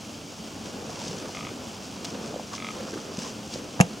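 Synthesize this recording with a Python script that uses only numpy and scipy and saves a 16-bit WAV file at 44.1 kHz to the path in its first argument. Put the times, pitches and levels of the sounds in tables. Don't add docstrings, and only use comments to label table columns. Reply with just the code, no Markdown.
import sys
import numpy as np
from scipy import signal
from scipy.fft import rfft, irfft
from scipy.io import wavfile
from scipy.ndimage import uniform_filter1d

SR = 44100
rng = np.random.default_rng(int(sys.argv[2]) if len(sys.argv) > 2 else 0)


def inscribe(sig):
    pcm = np.round(np.clip(np.atleast_2d(sig).T, -1, 1) * 32767)
    wavfile.write(sys.argv[1], SR, pcm.astype(np.int16))


N = 4 * SR

# time in seconds, pulses per second,
# relative level in dB, mouth opening from 0 to 1, brightness in dB.
GRUNTS = [
    [(1.3491, 43.5, -5, 0, 5), (1.371, 48.5, -.5, 0, 1.5), (1.40, 56, 0, .1, -2.5),
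     (1.435, 44, -3.5, .2, -1.5), (1.46, 54.5, -2, .1, -1.5), (1.499, 38, -3, 0, -8)],
    [(2.5806, 46.5, -1, .9, 1), (2.61, 47, 0, 1, 1), (2.645, 42.5, 1, 1, 1), (2.669, 48.5, 0, .8, -1),
     (2.689, 53.5, 2.5, .9, -1), (2.712, 59, -2, .4, -5)],
]
GRUNT_DB, SHIMMER_DB, VOICE_TOP_HZ = 4.5, 2, 3930
SCATTER_DB, SCATTER_S = -6.5, 0.015


def deer():
    voice = np.zeros(N)
    for grunt in GRUNTS:
        times, rate, *controls = np.array(grunt).T
        t = np.arange(times[0], times[-1], 1 / SR)
        cycle = np.floor(np.cumsum(np.interp(t, times, rate)) / SR)
        for start in t[np.diff(cycle, prepend=-1) > 0]:
            db, mouth, bright_db = (np.interp(start, times, control) for control in controls)
            pulse = undb(db + SHIMMER_DB * rng.standard_normal()) * throat_pulse(mouth, bright_db)
            voice[int(start * SR):][:len(pulse)] += pulse
    voice = signal.sosfiltfilt(signal.butter(6, VOICE_TOP_HZ, fs=SR, output="sos"), voice)
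    scatter = stereo(smear(voice, SCATTER_S), smear(voice, SCATTER_S))
    return undb(GRUNT_DB) * (voice + undb(SCATTER_DB) * scatter)


# pitch in Hz with the mouth closed, then open, width in Hz, gain in dB.
THROAT_MODES = [(1234, 1258, 45, 5.5), (2150, 2160, 190, -5), (2460, 2320, 170, -5.5),
                (2900, 3200, 200, -13), (3300, 3400, 140, -6.5)]
THROAT_JITTER, THROAT_SHIMMER_DB = 0.0082, 1.5
FOLD_HZ, FOLD_WIDTH_HZ, FOLD_CLICK_DB = 2080, 2400, -23.5


def throat_pulse(mouth, bright_db):
    closed, opened, width, db = np.array(THROAT_MODES).T
    jitter, shimmer = rng.standard_normal((2, len(THROAT_MODES)))
    hz = (closed + mouth * (opened - closed)) * (1 + THROAT_JITTER * jitter)
    db = db + THROAT_SHIMMER_DB * shimmer
    db[1:] += bright_db
    modes = [*zip(hz, width, db), (FOLD_HZ, FOLD_WIDTH_HZ, FOLD_CLICK_DB)]
    return ring(-signal.unit_impulse(SR // 20), modes)


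# start in seconds, relative levels of thud, case and snap in dB.
CONTACTS = [(3.7943, 7, -11, -38), (3.8014, 18.5, 5.5, -28), (3.803, 32, -12, -8), (3.8056, -17, -10, -9),
            (3.8105, -12, -15, 4.5), (3.8123, 17.5, 1, -10), (3.8141, 10, -8, -4)]
# pitch in Hz, width in Hz, gain in dB.
THUD_MODES = [(169.3, 82, 13.5)]
CASE_MODES = [(220, 11, 10.5), (503, 35, 4), (687, 82, 2.5), (806, 28, 1.5), (885, 37, -11),
              (1220, 120, -12), (1590, 240, -13)]
SNAP_MODES = [(2740, 196, 10), (3100, 150, 4), (3900, 1500, -3), (5200, 700, -6), (6390, 570, 6.5),
              (7700, 700, -7), (9600, 600, -4.5)]
CASE_DB, THUD_TAIL_DB, CASE_TAIL_DB, BODY_TAIL_S = 21.5, -13, -10.5, 0.023
SNAP_DB, SNAP_S, SNAP_TAIL_DB, SNAP_TAIL_S = 6, 0.00059, -13, 0.019
CASE_TOP_HZ, SNAP_TOP_HZ, SNAP_TAIL_HZ = 2500, 11000, 5500


def knock():
    starts, thud_db, case_db, snap_db = np.array(CONTACTS).T
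    pushes = clicks(starts, undb(thud_db))
    thud = ring(pushes + undb(THUD_TAIL_DB) * smear(pushes, BODY_TAIL_S), THUD_MODES)
    thud = ring(thud, [(hz, width, 0) for hz, width, _ in THUD_MODES])
    taps = clicks(starts, undb(case_db + CASE_DB))
    case = ring(taps + undb(CASE_TAIL_DB) * smear(taps, BODY_TAIL_S), CASE_MODES)
    case = signal.lfilter(*signal.butter(2, CASE_TOP_HZ, fs=SR), case)
    hits = clicks(starts, undb(snap_db + SNAP_DB))
    dull = undb(SNAP_TAIL_DB) * signal.lfilter(*signal.butter(1, SNAP_TAIL_HZ, fs=SR), hits)
    snap = stereo(*(ring(smear(hits, SNAP_S) + smear(dull, SNAP_TAIL_S), SNAP_MODES) for _ in range(2)))
    snap = signal.lfilter(*signal.butter(3, SNAP_TOP_HZ, fs=SR), snap)
    return snap + delay_left(thud, lag_s=0.00022) + delay_left(case, lag_s=-0.00022)


# time in seconds, relative level in dB.
RUB_LEVELS = [(0, -66), (.52, -51.5), (.72, -42), (.82, -41), (1.0, -42), (1.25, -41), (1.35, -48),
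              (1.58, -45), (1.87, -52.5), (2.03, -41), (2.35, -39.5), (2.45, -48), (2.66, -48), (2.76, -39),
              (2.95, -43), (3.27, -41), (3.48, -55), (3.57, -39), (3.68, -45), (4, -45)]
# frequency in Hz, gain in dB.
RUB_COLOUR = [(40, -18), (110, -4), (200, 4), (350, 2), (500, 3.5), (800, -8.5), (1250, -9), (1900, -18.5),
              (4000, -20.5), (12000, -50)]
# start in seconds, pitch in Hz, envelope peak in dB.
BUMPS = [(.825, 436, -30), (.896, 696, -32), (1.094, 165, -29), (1.224, 330, -27.5), (1.292, 730, -26.5),
         (1.518, 374, -30.5), (2.309, 430, -34), (2.341, 640, -24.5), (2.3605, 524, -23),
         (2.3963, 750, -24.5), (2.885, 1150, -30), (2.932, 377, -28), (2.957, 380, -27.5),
         (2.977, 1340, -31), (3.182, 203, -24), (3.558, 537, -28)]
RUB_DB, BUMP_RISE_CYCLES = 1, 0.7


def hand():
    t = np.arange(N) / SR
    rub_db = RUB_DB + np.interp(t, *np.array(RUB_LEVELS).T)
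    rub = undb(rub_db) * texture(RUB_COLOUR, grain_db=2.5, grain_rate=160)
    bumps = np.zeros(N)
    for start, hz, db in BUMPS:
        cycles = np.clip(t - start, 0, 20 / hz) * hz
        age = cycles / BUMP_RISE_CYCLES
        bumps += undb(db) * age * np.exp(1 - age) * np.sin(2 * np.pi * cycles)
    return rub + bumps


# peak time, rise and fall in seconds, level in dB.
RUSTLES = [(.11, .02, 0.026, -54), (.66, .03, 0.032, -46.5), (.96, 0.08, 0.054, -44.5),
           (1.07, 0.056, 0.05, -40), (1.19, 0.033, 0.021, -43), (1.39, 0.14, 0.089, -46),
           (1.68, 0.032, 0.02, -49), (1.84, 0.013, 0.036, -45), (2.055, 0.012, 0.055, -42),
           (2.25, .03, 0.034, -45), (2.56, 0.026, 0.02, -41), (2.73, 0.065, .06, -47),
           (2.95, 0.19, .1, -47), (3.24, 0.064, 0.058, -39.5), (3.54, 0.026, 0.03, -40)]
# frequency in Hz, gain in dB.
RUSTLE_COLOUR = [(200, -14), (900, -1.5), (1900, -7), (2900, 2), (3900, -2.5), (5000, 4.5), (6300, 3.5),
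                 (8500, -7.5), (11000, -21.5), (15500, -30)]
# peak time and half-length in seconds, level in dB, pitch in Hz.
SCUFFS = [(0.109, 0.017, -41.5, 617), (0.766, 0.068, -49, 398), (0.98, 0.055, -44, 910),
          (1.255, 0.049, -41.5, 366), (2.531, 0.013, -38.5, 1080), (2.78, 0.079, -45.5, 510),
          (2.943, 0.014, -37, 377), (2.985, .011, -40, 1230), (3.07, 0.023, -40, 520),
          (3.246, 0.029, -46, 990), (3.61, 0.028, -49, 480)]
# pitch in Hz, width in Hz, gain in dB.
SCUFF_MODES = [(820, 230, -13), (1100, 180, -9), (1460, 57, -22)]
SCUFF_WIDTH_HZ, SCUFF_RING_DB = 105, 8


def clothing():
    t = np.arange(N) / SR
    power = sum(undb(db) ** 2 * np.exp(-((t - peak) / np.where(t < peak, rise, fall)) ** 2)
                for peak, rise, fall, db in RUSTLES)
    swish = np.sqrt(power) * texture(RUSTLE_COLOUR, grain_db=3.0, grain_rate=450)
    slips = undb(4.5 * drift(130)) * rng.standard_normal((2, N))
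    cloth = ring(slips, SCUFF_MODES)
    scuffs = np.zeros((2, N))
    for peak, half_length, db, hz in SCUFFS:
        hollow = ring(slips, [(hz, SCUFF_WIDTH_HZ, SCUFF_RING_DB)])
        scuffs += undb(db) * np.exp(-((t - peak) / half_length) ** 2) * unit(cloth + hollow)
    return swish + stereo(*scuffs)


# start in seconds, level in dB, decay in seconds, extra treble in dB.
CRUNCHES = [(1.0163, -34, 0.0043, 0), (1.0496, -36, .005, 0), (1.078, -40, 0.0064, -3),
            (1.845, -41, 0.0086, 0), (2.0468, -30, 0.0096, 1), (2.5322, -35, 0.0056, 0),
            (2.5591, -37.5, 0.0035, -3), (3.1974, -34, .002, 21), (3.538, -31, 0.0054, -2)]
# frequency in Hz, gain in dB.
CRUNCH_COLOUR = [(500, -16), (1800, -4), (3000, 5), (5500, 9), (8000, -3.5), (11000, -26), (15500, -24)]


def leaf_crunches():
    t = np.arange(N) / SR
    crackle = texture(CRUNCH_COLOUR, grain_db=7.0, grain_rate=2500)
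    treble = signal.lfilter(*signal.butter(2, 12000, "high", fs=SR), crackle)
    bursts = np.zeros((2, N))
    for start, db, decay, treble_db in CRUNCHES:
        envelope = undb(db) * (t >= start) * np.exp(-np.abs(t - start) / decay)
        bursts += envelope * (crackle + (undb(treble_db) - 1) * treble)
    return bursts


# frequency in Hz, gain in dB.
RUMBLE_COLOUR = [(20, -38), (45, -15.5), (70, -7.5), (100, -1.5), (170, -1.5), (260, 0.5), (370, -7.5),
                 (550, -7.5), (800, -8.5), (1300, -19.5), (3000, -40)]
HISS_COLOUR = [(300, -11), (1000, -2.5), (1400, 0), (1900, -7), (2500, 1), (3200, 2), (3900, -3),
               (4800, 1.5), (6400, 0.5), (7500, -4.5), (9000, -10), (11000, -17), (15500, -24)]
RUMBLE_DB, HISS_DB, HUM_DB, BUFFET_DB = -43, -45, -45.5, -85


def wind():
    rumble = undb(RUMBLE_DB + 0.69 * drift(6.13)) * texture(RUMBLE_COLOUR, grain_db=1.0, grain_rate=35)
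    hum_modes = [(216, 18, 2), (286, 16, -3)]
    hum = undb(HUM_DB) * stereo(*(unit(ring(rng.standard_normal(N), hum_modes)) for _ in range(2)))
    hiss = undb(HISS_DB + 0.38 * drift(7.3)) * texture(HISS_COLOUR, grain_db=1.14, grain_rate=650)
    buffet_colour = [(25, 4), (50, -6), (120, -20), (600, -60)]
    buffet = np.array([unit(colour(rng.standard_normal(N), buffet_colour)) for _ in range(2)])
    return rumble + hum + hiss + undb(BUFFET_DB) * buffet


# frequency in Hz, gain of the side signal in dB.
MIC_WIDTH = [(25, -3), (60, -13), (200, -18.5), (330, -14), (520, -12.5), (1000, -6), (2000, -7.5),
             (3200, -10), (4500, -29.5), (6300, -22), (9000, -4.5), (13000, -2.5)]


def stereo(mid, side):
    return mid + colour(side, MIC_WIDTH) * np.array([[1], [-1]])


def delay_left(x, lag_s):
    t = np.arange(N) / SR
    return np.array([np.interp(t - lag_s / 2, t, x), np.interp(t + lag_s / 2, t, x)])


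def texture(points, grain_db, grain_rate):
    grains = undb(grain_db * drift(grain_rate))
    return stereo(*(unit(colour(grains * rng.standard_normal(N), points)) for _ in range(2)))


def colour(x, points):
    hz, db = np.array(points).T
    gain_db = np.interp(np.log(np.fft.rfftfreq(N, 1 / SR) + 1), np.log(hz), db)
    return irfft(rfft(x) * undb(gain_db), N)


def ring(x, modes):
    return sum(undb(db) * signal.lfilter(*signal.iirpeak(hz, hz / width, fs=SR), x)
               for hz, width, db in modes)


def smear(x, decay_s):
    t = np.arange(SR // 10) / SR
    spray = rng.standard_normal(len(t)) * np.exp(-t / decay_s)
    return signal.fftconvolve(x, spray / np.linalg.norm(spray))[:N]


def clicks(times, sizes):
    return np.bincount(np.round(np.asarray(times) * SR).astype(int), sizes, N)[:N]


def drift(rate_hz):
    step = int(SR / rate_hz)
    return unit(uniform_filter1d(np.repeat(rng.standard_normal(N // step + 1), step), step)[:N])


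def undb(db):
    return 10 ** (np.asarray(db) / 20)


def unit(x):
    return x / np.sqrt(np.mean(x ** 2))


def scene():
    return deer() + wind() + clothing() + leaf_crunches() + hand() + knock()


TOP_HZ = 15850


def record(dry):
    return signal.sosfilt(signal.ellip(10, .1, 90, TOP_HZ, fs=SR, output="sos"), dry)


dry = scene()
out = record(dry)
inscribe(out)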